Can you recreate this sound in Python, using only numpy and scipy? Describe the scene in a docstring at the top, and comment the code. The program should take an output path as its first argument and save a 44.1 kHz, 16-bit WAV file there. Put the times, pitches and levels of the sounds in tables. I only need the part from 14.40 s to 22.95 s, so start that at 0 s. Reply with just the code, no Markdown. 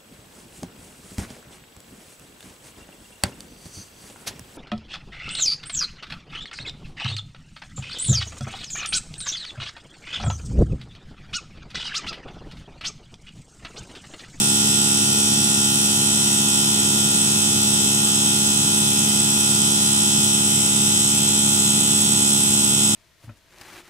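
"""A fuel-injector pump pulses about 70 times a second, exciting a tall harmonic series in pipes and cabinet.
The motor drive whines in sidebands around its 8 kHz switching tone; motor and frame add discrete hum tones.
Filtered noise gives the low rumble of fans and oil flow, and a broadband hiss above 1.5 kHz. A hand-held stereo
microphone, left port further away, sways slowly through the room's standing waves, so tones drift slowly, high
ones most. A fast random roughness blurs each tone. All sources run throughout."""
import sys
import numpy as np
from scipy import signal
from scipy.fft import rfft, irfft, next_fast_len
from scipy.io import wavfile
from scipy.ndimage import uniform_filter1d, map_coordinates

SR = 44100
rng = np.random.default_rng(int(sys.argv[2]) if len(sys.argv) > 2 else 0)


def master_out(mix):
    """Clip the mix to full scale and print it as 16-bit PCM to the path in sys.argv[1]."""
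    frames = np.transpose(np.atleast_2d(mix))
    ceiling = np.clip(frames, -1, 1)
    pcm = np.round(ceiling * 32767).astype(np.int16)
    wavfile.write(sys.argv[1], SR, pcm)


N = 377055
TIME = np.arange(N) / SR  # s
PUMP_HZ = 69.9618  # pump strokes per second
SWITCH_HZ, DRIVE_HZ = 7999.93, 9.581  # carrier and sideband spacing of the motor drive
LAG_S = 16 / 44100  # lag of the left port
TOP_HZ = 15760  # upper band limit


def amp(db):
    """Level definition: amplitude ratio is 10 to the power of level/20."""
    return 10 ** (np.asarray(db) / 20)


def wander(rate, at_s, shape=()):
    """Equal-power interpolation: random knots, rate per second, joined into smooth curves of rms 1."""
    knots = rng.standard_normal((*shape, int(N * rate / SR) + 3))
    place = at_s * rate
    k = place.astype(int)
    turn = (place - k) * np.pi / 2
    return knots[..., k] * np.cos(turn) + knots[..., k + 1] * np.sin(turn)


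def humps(table, hz):
    """Spectral weighting: summed bell-shaped level changes (f/Hz, width/Hz, level/dB) as a gain."""
    level_db = sum(db / (1 + (2 * (hz - centre) / width) ** 2) for centre, width, db in table)
    return amp(level_db)[:, None]


def ports(rows, hz, start, at_s, sway, roughness):
    """Superposition of mid and side phasors gives each tone at both ports: (2, tones, times)."""
    mid_db, side_db, pan_db, rise_db = np.transpose(rows)
    mid, side = amp(mid_db), amp(side_db)
    # the side part in step with the mid tips the balance; the rest is the lag of the left port
    balance = np.tanh(pan_db * np.log(10) / 20)
    in_step = np.clip(balance * (mid ** 2 + side ** 2) / (2 * mid * side), -1, 1)
    lag_sign = np.sign(np.sin(2 * np.pi * hz * LAG_S))
    side = side * (in_step - 1j * lag_sign * np.sqrt(1 - in_step ** 2))
    # start is the phase at the nearer, right port; sqrt(2) turns rms into peak
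    phase = np.exp(1j * (start - np.angle(mid - side)))
    size = np.sqrt(2) * phase * np.array([mid, side])
    rise = amp(rise_db[:, None] * (at_s / TIME[-1] - .5))

    # high tones waver most: slow drift, plus a fast random roughness that blurs each line
    height = (np.minimum(hz, 9000) / 9000)[:, None]
    shape = (2, len(hz))
    slow = sway * height * (wander(1.246, at_s, shape) + 1j * wander(1.16, at_s, shape))
    fast = roughness * height ** 0.51 * (wander(25, at_s, shape) + 1j * wander(25, at_s, shape))
    # this roughness is common to mid and side
    common = wander(16, at_s, shape[1:]) + 1j * wander(16, at_s, shape[1:])
    both = 0.86 * roughness * height ** 0.56 * common
    shake = 1 + slow + 0.81 * fast + both
    shake_rms = np.sqrt(np.mean(abs(shake) ** 2, axis=2, keepdims=True))
    mid, side = size[..., None] * rise * shake / shake_rms
    return np.array([mid + side, mid - side])


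def cycle(rows, steps, start, base_hz, step_hz, sway, roughness, unsteady_s, size=4096, count=400):
    """Fourier synthesis: equally spaced tones form one slowly changing cycle, played round and round."""
    at_s = np.linspace(0, TIME[-1], count)
    lines = np.zeros((2, count, size), complex)
    tones = ports(rows, base_hz + steps * step_hz, start, at_s, sway, roughness)
    lines[:, :, steps] = tones.transpose(0, 2, 1)
    shapes = np.fft.ifft(lines) * size
    shapes = np.concatenate([shapes, shapes[..., :1]], axis=2)  # closes the cycle
    turns = step_hz * (TIME + unsteady_s * wander(2.56, TIME))  # the shaft runs a little early or late
    where = [TIME / TIME[-1] * (count - 1), turns % 1 * size]
    played = np.array([map_coordinates(s, where, order=1) for s in shapes])
    return (played * np.exp(2j * np.pi * base_hz * TIME)).real


# spread of the faint tones, before clipping: (mid level/dB, side level/dB, L-R/dB, rise/dB)
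SCATTER_DB = (4.34, 4.9, 6, 5)


def stack(steps, mid_db, side_db, loud_steps, loud):
    """Random scatter: faint tones spread round their usual level, loud ones take their own row."""
    usual = np.transpose(np.broadcast_arrays(mid_db, side_db, 0 * steps, 0 * steps))
    rows = usual + SCATTER_DB * np.clip(rng.standard_normal(usual.shape), -2, 2)
    rows[np.searchsorted(steps, loud_steps)] = loud
    return rows


# the knock in each pump stroke: (f/Hz, direct share against echoes 0-1, arrival t/ms)
KNOCK = [(139, 0.55, 4), (456, 0.72, 4), (1110, 0.74, 3.5), (1586, 0.33, 2), (2606, 0.21, 1.5),
         (3980, 0.31, 1), (6480, 0.47, 0.73), (7510, 0.4, 0), (8400, 0.42, 0), (8980, 1, 0),
         (12100, 0.75, 1), (15700, .7, 0)]
# usual level of the other overtones, before dips and scatter: (f/Hz, mid level/dB, side level/dB)
PUMP_FAINT = [(300, -61.5, -65), (1500, -66, -60.5), (2430, -63, -59), (3140, -51, -47), (3680, -57, -51),
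              (4250, -62, -54), (5850, -54, -50), (6570, -56, -55), (7600, -49, -45), (8800, -59, -49),
              (10000, -50.5, -49), (10500, -57, -55), (12000, -53, -60), (12600, -70, -67),
              (14000, -66, -62), (15700, -66, -70)]
# multiples of PUMP_HZ that ring out
PUMP_LOUD_STEPS = [2, 3, 4, 5, 6, 8, 10, 11, 12, 13, 14, 15, 16, 17, 18, 20, 21, 22, 27, 29, 36, 38, 39, 44,
                   45, 46, 47, 48, 49, 50, 51, 52, 53, 56, 59, 67, 74, 75, 76, 77, 78, 80, 81, 82, 91, 92,
                   93, 94, 95, 101, 102, 103, 104, 105, 106, 109, 110, 112, 113, 114, 115, 116, 117, 118,
                   119, 120, 121, 122, 123, 124, 125, 126, 128, 137, 138, 144, 148, 157, 167, 170, 173]
# one row for each of them: (mid level/dB, side level/dB, L-R/dB, rise from start to end/dB)
PUMP_LOUD = [(-37, -58.5, -1.1, 0), (-28, -46.3, -1.1, 0.9), (-36, -51, 0.5, -0.5),
             (-37.1, -49.5, -1.2, 0.5), (-45.5, -59, 2, -1.5), (-50, -71, 2.5, 1), (-51, -58, -5, -1.5),
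             (-47.5, -63, -7, -1.6), (-42.5, -44.5, -2.5, -0.2), (-57, -61, -2, 0.2), (-52.5, -60, -4, 0.8),
             (-58, -60.5, 15.3, -6), (-57, -64, -5, 1), (-59, -70, -9, 3), (-49.9, -46, 2.1, 0.4),
             (-44.5, -45.5, -3.5, -3.0), (-68, -49, 0.5, 3), (-62.5, -42, 1, -3), (-55.5, -46.5, -4.5, -5),
             (-77, -50, -5, 3), (-44.5, -46.5, 8, 1), (-41.9, -58, -2, -1), (-46, -59.6, -2.2, -0.5),
             (-38, -41.5, 0, -1), (-50, -51, -6, 6), (-46.5, -41, -10.5, -1), (-45, -43.0, 6, 7),
             (-52, -54, -9, 3), (-40.5, -34.5, -6, 0.5), (-46.5, -38, 5, -3.4), (-55, -43, -1.6, 6.0),
             (-41, -51, -1.2, -0.0), (-46.5, -56, 3.9, -3), (-44.5, -47, 13.0, -1), (-48, -37, 0.5, 1),
             (-49, -38, -2.5, -3), (-38, -51, -4, -1), (-43.5, -46, 0, -4), (-44, -49.8, 0.1, -7),
             (-46.0, -59.9, 1.2, -10), (-48, -60.1, 0, 16), (-41.5, -48.2, -9, 6), (-42.5, -51, -8, 2),
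             (-37, -37.5, 0, -7.8), (-49, -43, 5, -3.1), (-41, -42, 2.1, -2.4), (-39.5, -39, -2, 1),
             (-35.0, -39, -8, 4.5), (-45, -46, -11.0, 10), (-45, -54.7, -1.0, -4.8), (-51, -44, 0, -3),
             (-51, -47.3, -7.8, -3.3), (-39, -41, -7.6, -5), (-37.5, -40, -9.4, 9), (-57, -40.4, -5.0, 9.9),
             (-38, -43, -2.6, 0), (-46, -43.2, -7, -5.5), (-40, -45.2, -11.1, 6.2), (-42, -47.5, -8.9, 3),
             (-43, -50, -7, -4), (-36, -37.8, -7, 2.6), (-40, -40.2, -3.9, 4.5), (-47, -42, -6, 8),
             (-44.5, -35, -4, 7.0), (-46, -35.0, -4, 8), (-44, -35, -1, 2.6), (-52.3, -34.2, 6, 0),
             (-39, -41.8, -2.2, -4), (-41, -41, -2.3, -10.0), (-42, -38.7, 3, 6.7), (-39, -36.1, 3, 3),
             (-57, -38.3, 5, -3.2), (-44, -46, 1, 0), (-42.5, -57.3, -0.0, -0.9), (-45.5, -51.9, 3.7, -9.8),
             (-43.5, -43, -4, -2), (-45.5, -45, -1, 9), (-45.5, -46.6, 0.2, 1.1), (-50.5, -53, 2, -9),
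             (-48, -50.6, -2.6, 0), (-48, -46, 2, 3)]
# narrow bands where the mid is weaker, in faint pump overtones and noise: (f/Hz, width/Hz, level/dB)
MID_DIPS = [(610, 43, -4), (1120, 45, -3), (1380, 40, -3), (1770, 76, -8), (2250, 130, -5), (2860, 66, -10),
            (4460, 130, -16), (6900, 150, -6), (7800, 80, -5), (10700, 80, -4), (12760, 100, -8)]


def pump(ring_s=0.0153):
    """Periodic excitation: a knock, 60 dB down after ring_s, and its echoes ring every overtone."""
    steps = np.arange(2, int(TOP_HZ / PUMP_HZ))
    hz = steps * PUMP_HZ
    t = np.linspace(0, 1 / PUMP_HZ, 1024, endpoint=False)
    knock = rfft(rng.standard_normal(len(t)) * amp(-60 * t / ring_s))[steps]
    echoes = rfft(rng.standard_normal(len(t)))[steps]
    at, share, arrival_ms = np.transpose(KNOCK)
    share = np.clip(np.interp(hz, at, share), 0, 1)
    # group delay summed over frequency is phase
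    late = 2 * np.pi * PUMP_HZ * np.cumsum(np.interp(hz, at, arrival_ms)) / 1000
    start = np.angle(share * knock / abs(knock) + (1 - share) * echoes / abs(echoes)) - late

    at, mid_db, side_db = np.transpose(PUMP_FAINT)
    mid_db = np.interp(hz, at, mid_db) + 20 * np.log10(humps(MID_DIPS, hz)[:, 0])
    side_db = np.interp(hz, at, side_db)
    rows = stack(steps, mid_db, side_db, PUMP_LOUD_STEPS, PUMP_LOUD)
    return cycle(rows, steps, start, 0, PUMP_HZ, sway=0.19, roughness=0.25, unsteady_s=6e-6)


# gain on whine and hiss: (t/s, level/dB)
TREBLE_LEVEL = [(0.0, 1), (8.55, 1)]


def treble_gain():
    """Level interpolation: the gain in dB is linear between the table's times."""
    return amp(np.interp(TIME, *np.transpose(TREBLE_LEVEL)))


# loud lines of the whine, whole steps of DRIVE_HZ away from SWITCH_HZ; step 19 sits almost on the pump's 117th
# overtone and merges with it
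WHINE_STEPS = [-18, -16, -15, -14, -12, -11, -9, -6, -5, -3, -1, 1, 3, 6, 7, 9, 15, 18, 19, 36]
# one row for each, before treble gain: (mid level/dB, side level/dB, L-R/dB, rise from start to end/dB)
WHINE = [(-58, -36.8, 0, -4.9), (-50, -51, -2, -1), (-47, -52.1, 0.4, 0.6), (-51, -48.5, -7.9, 0),
         (-45.5, -41, 10.5, 3), (-53, -47.0, -4, 6), (-54, -43, 7, 5), (-38, -53, -3.8, 2.4),
         (-38.5, -49, 7, 7), (-33, -38.6, -4.6, 0), (-43, -46, 2, 7), (-40.5, -45, -5, 7),
         (-34, -34.5, -0.9, 5), (-46, -42, 4, 2.2), (-48, -43, 15, 2.4), (-48, -47.6, -4.7, 3),
         (-47, -53, 12.5, 4.3), (-43.5, -45, 16, 4), (-49, -43, -4, 0), (-50, -47.2, 8, 3)]
# usual level of the sidebands between them, before scatter and treble gain: (mid level/dB, side level/dB)
WHINE_FAINT_DB = (-64.5, -58)


def drive():
    """Modulation: slow motor current splits the carrier into sidebands nearly in step, so it throbs."""
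    steps = np.arange(WHINE_STEPS[0], WHINE_STEPS[-1] + 1)
    start = .3 * rng.standard_normal(len(steps))  # rad
    rows = stack(steps, *WHINE_FAINT_DB, WHINE_STEPS, WHINE)
    whine = cycle(rows, steps, start, SWITCH_HZ, DRIVE_HZ, sway=0.24, roughness=0.3, unsteady_s=3e-5, size=2048)
    return treble_gain() * whine


# frame and motor tones: (f/Hz, mid level/dB, side level/dB, L-R/dB, rise from start to end/dB)
HUM = [(86.5, -54.5, -62, -7, 0.8), (104.7, -38.5, -61, -1.5, 0.2), (136.8, -47, -64.6, -4, 0),
       (144.5, -45.5, -68.3, 0, 6), (163.2, -40, -61, 0.8, 2), (175.8, -48.5, -70, 2, 10),
       (180.7, -49.5, -64.4, 2, 8), (213.3, -51.5, -73, -1.3, 15), (282.6, -52, -74, -3, -4),
       (1001, -51.5, -51, 6, 1), (1976, -62, -58, 5, -5)]


def hum():
    """Additive synthesis: motor and frame sound as separate tones, mostly low."""
    hz, *levels = np.transpose(HUM)
    start = 2 * np.pi * rng.random(len(hz))
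    size = ports(np.transpose(levels), hz, start, TIME, sway=3.1, roughness=0.34)
    return (size * np.exp(2j * np.pi * hz[:, None] * TIME)).real.sum(axis=1)


# narrow bands where the noise is stronger: (f/Hz, width/Hz, level/dB)
NOISE_PEAKS = [(223.7, 6.3, 16), (319, 16, 3.5), (399, 8.6, 4), (443, 8.2, 8.5), (7950, 200, 7),
               (8680, 290, 8)]
# part of the side noise that is the mid turned by a quarter cycle: (f/Hz, share 0-1)
SHARED = [(80, 0), (200, .55), (500, .2), (800, .5), (1250, .55), (1700, 0)]


def coloured_noise(spectrum, patchy_db):
    """Spectral shaping: white noise takes a mid and a side spectrum, narrow peaks and faint patches."""
    hz, _, (a, b) = signal.stft(rng.standard_normal((2, N)), SR, nperseg=8192)
    f, mid_db, side_db = np.transpose(spectrum)

    def read(at, values):
        """Logarithmic frequency scale: values are interpolated along log f."""
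        return np.interp(np.log(hz + 1), np.log(at), values)[:, None]

    inside = ((hz >= f[0]) & (hz < f[-1]))[:, None]
    field = uniform_filter1d(rng.standard_normal(a.shape), 40, 0)  # smooth over frequency
    field = uniform_filter1d(field, 2, 1)  # smooth over time
    # sqrt(SR / 2) makes white noise unit power per Hz
    gain = inside * np.sqrt(SR / 2) * amp(patchy_db * field / field.std())
    gain = gain * humps(NOISE_PEAKS, hz)
    shared = np.clip(read(*np.transpose(SHARED)), 0, 1)
    mid = gain * humps(MID_DIPS, hz) * amp(read(f, mid_db)) * a
    side = gain * amp(read(f, side_db)) * (np.sqrt(1 - shared ** 2) * b - 1j * shared * a)
    return signal.istft(np.array([mid + side, mid - side]), SR, nperseg=8192)[1][:, :N]


# fans and oil flow, before peaks, dips and balance: (f/Hz, mid level/dB per Hz, side level/dB per Hz)
RUMBLE = [(25, -81, -93), (60, -83, -86), (91, -63, -78), (150, -59, -81), (180, -58, -76),
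          (200, -58.5, -76), (232, -64, -76), (280, -65, -75), (364, -69, -80), (425, -67.5, -81),
          (480, -77, -86), (690, -78, -83), (1000, -76.5, -84), (1505, -77.5, -74)]


def rumble():
    """Broadband flow noise: fans and oil flow rush below 1.5 kHz, slightly louder at the right port."""
    return coloured_noise(RUMBLE, patchy_db=1.5) * amp([[-.5], [.6]])


# broadband hiss above 1.5 kHz, before all later gains: (f/Hz, mid level/dB per Hz, side level/dB per Hz)
HISS = [(1503, -81.5, -78), (1790, -80.5, -85), (2500, -74.5, -85), (3200, -69, -78), (4500, -74, -84),
        (5380, -71.5, -67.5), (6670, -67.5, -70), (7000, -72.5, -76), (8200, -69, -69), (8800, -69, -66),
        (9300, -71.5, -72), (12500, -76, -74), (13100, -82, -82), (15800, -81, -85)]


def hiss():
    """Amplitude modulation: broadband hiss above 1.5 kHz swells very slightly at each pump stroke."""
    pulse = amp(0.31 * np.cos(2 * np.pi * (PUMP_HZ * TIME - .1)))
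    return treble_gain() * pulse * coloured_noise(HISS, patchy_db=2.05) * amp([[-.4], [.4]])


def scene():
    """Superposition: the sound pressures of all sources add."""
    return pump() + drive() + hum() + rumble() + hiss()


def record(dry):
    """Ideal low-pass filtering: the recorder keeps nothing above its band limit."""
    m = next_fast_len(N + SR // 2)
    passed = np.fft.rfftfreq(m, 1 / SR) < TOP_HZ
    return irfft(rfft(dry, m) * passed, m)[:, :N]


dry = scene()
out = record(dry)
master_out(out)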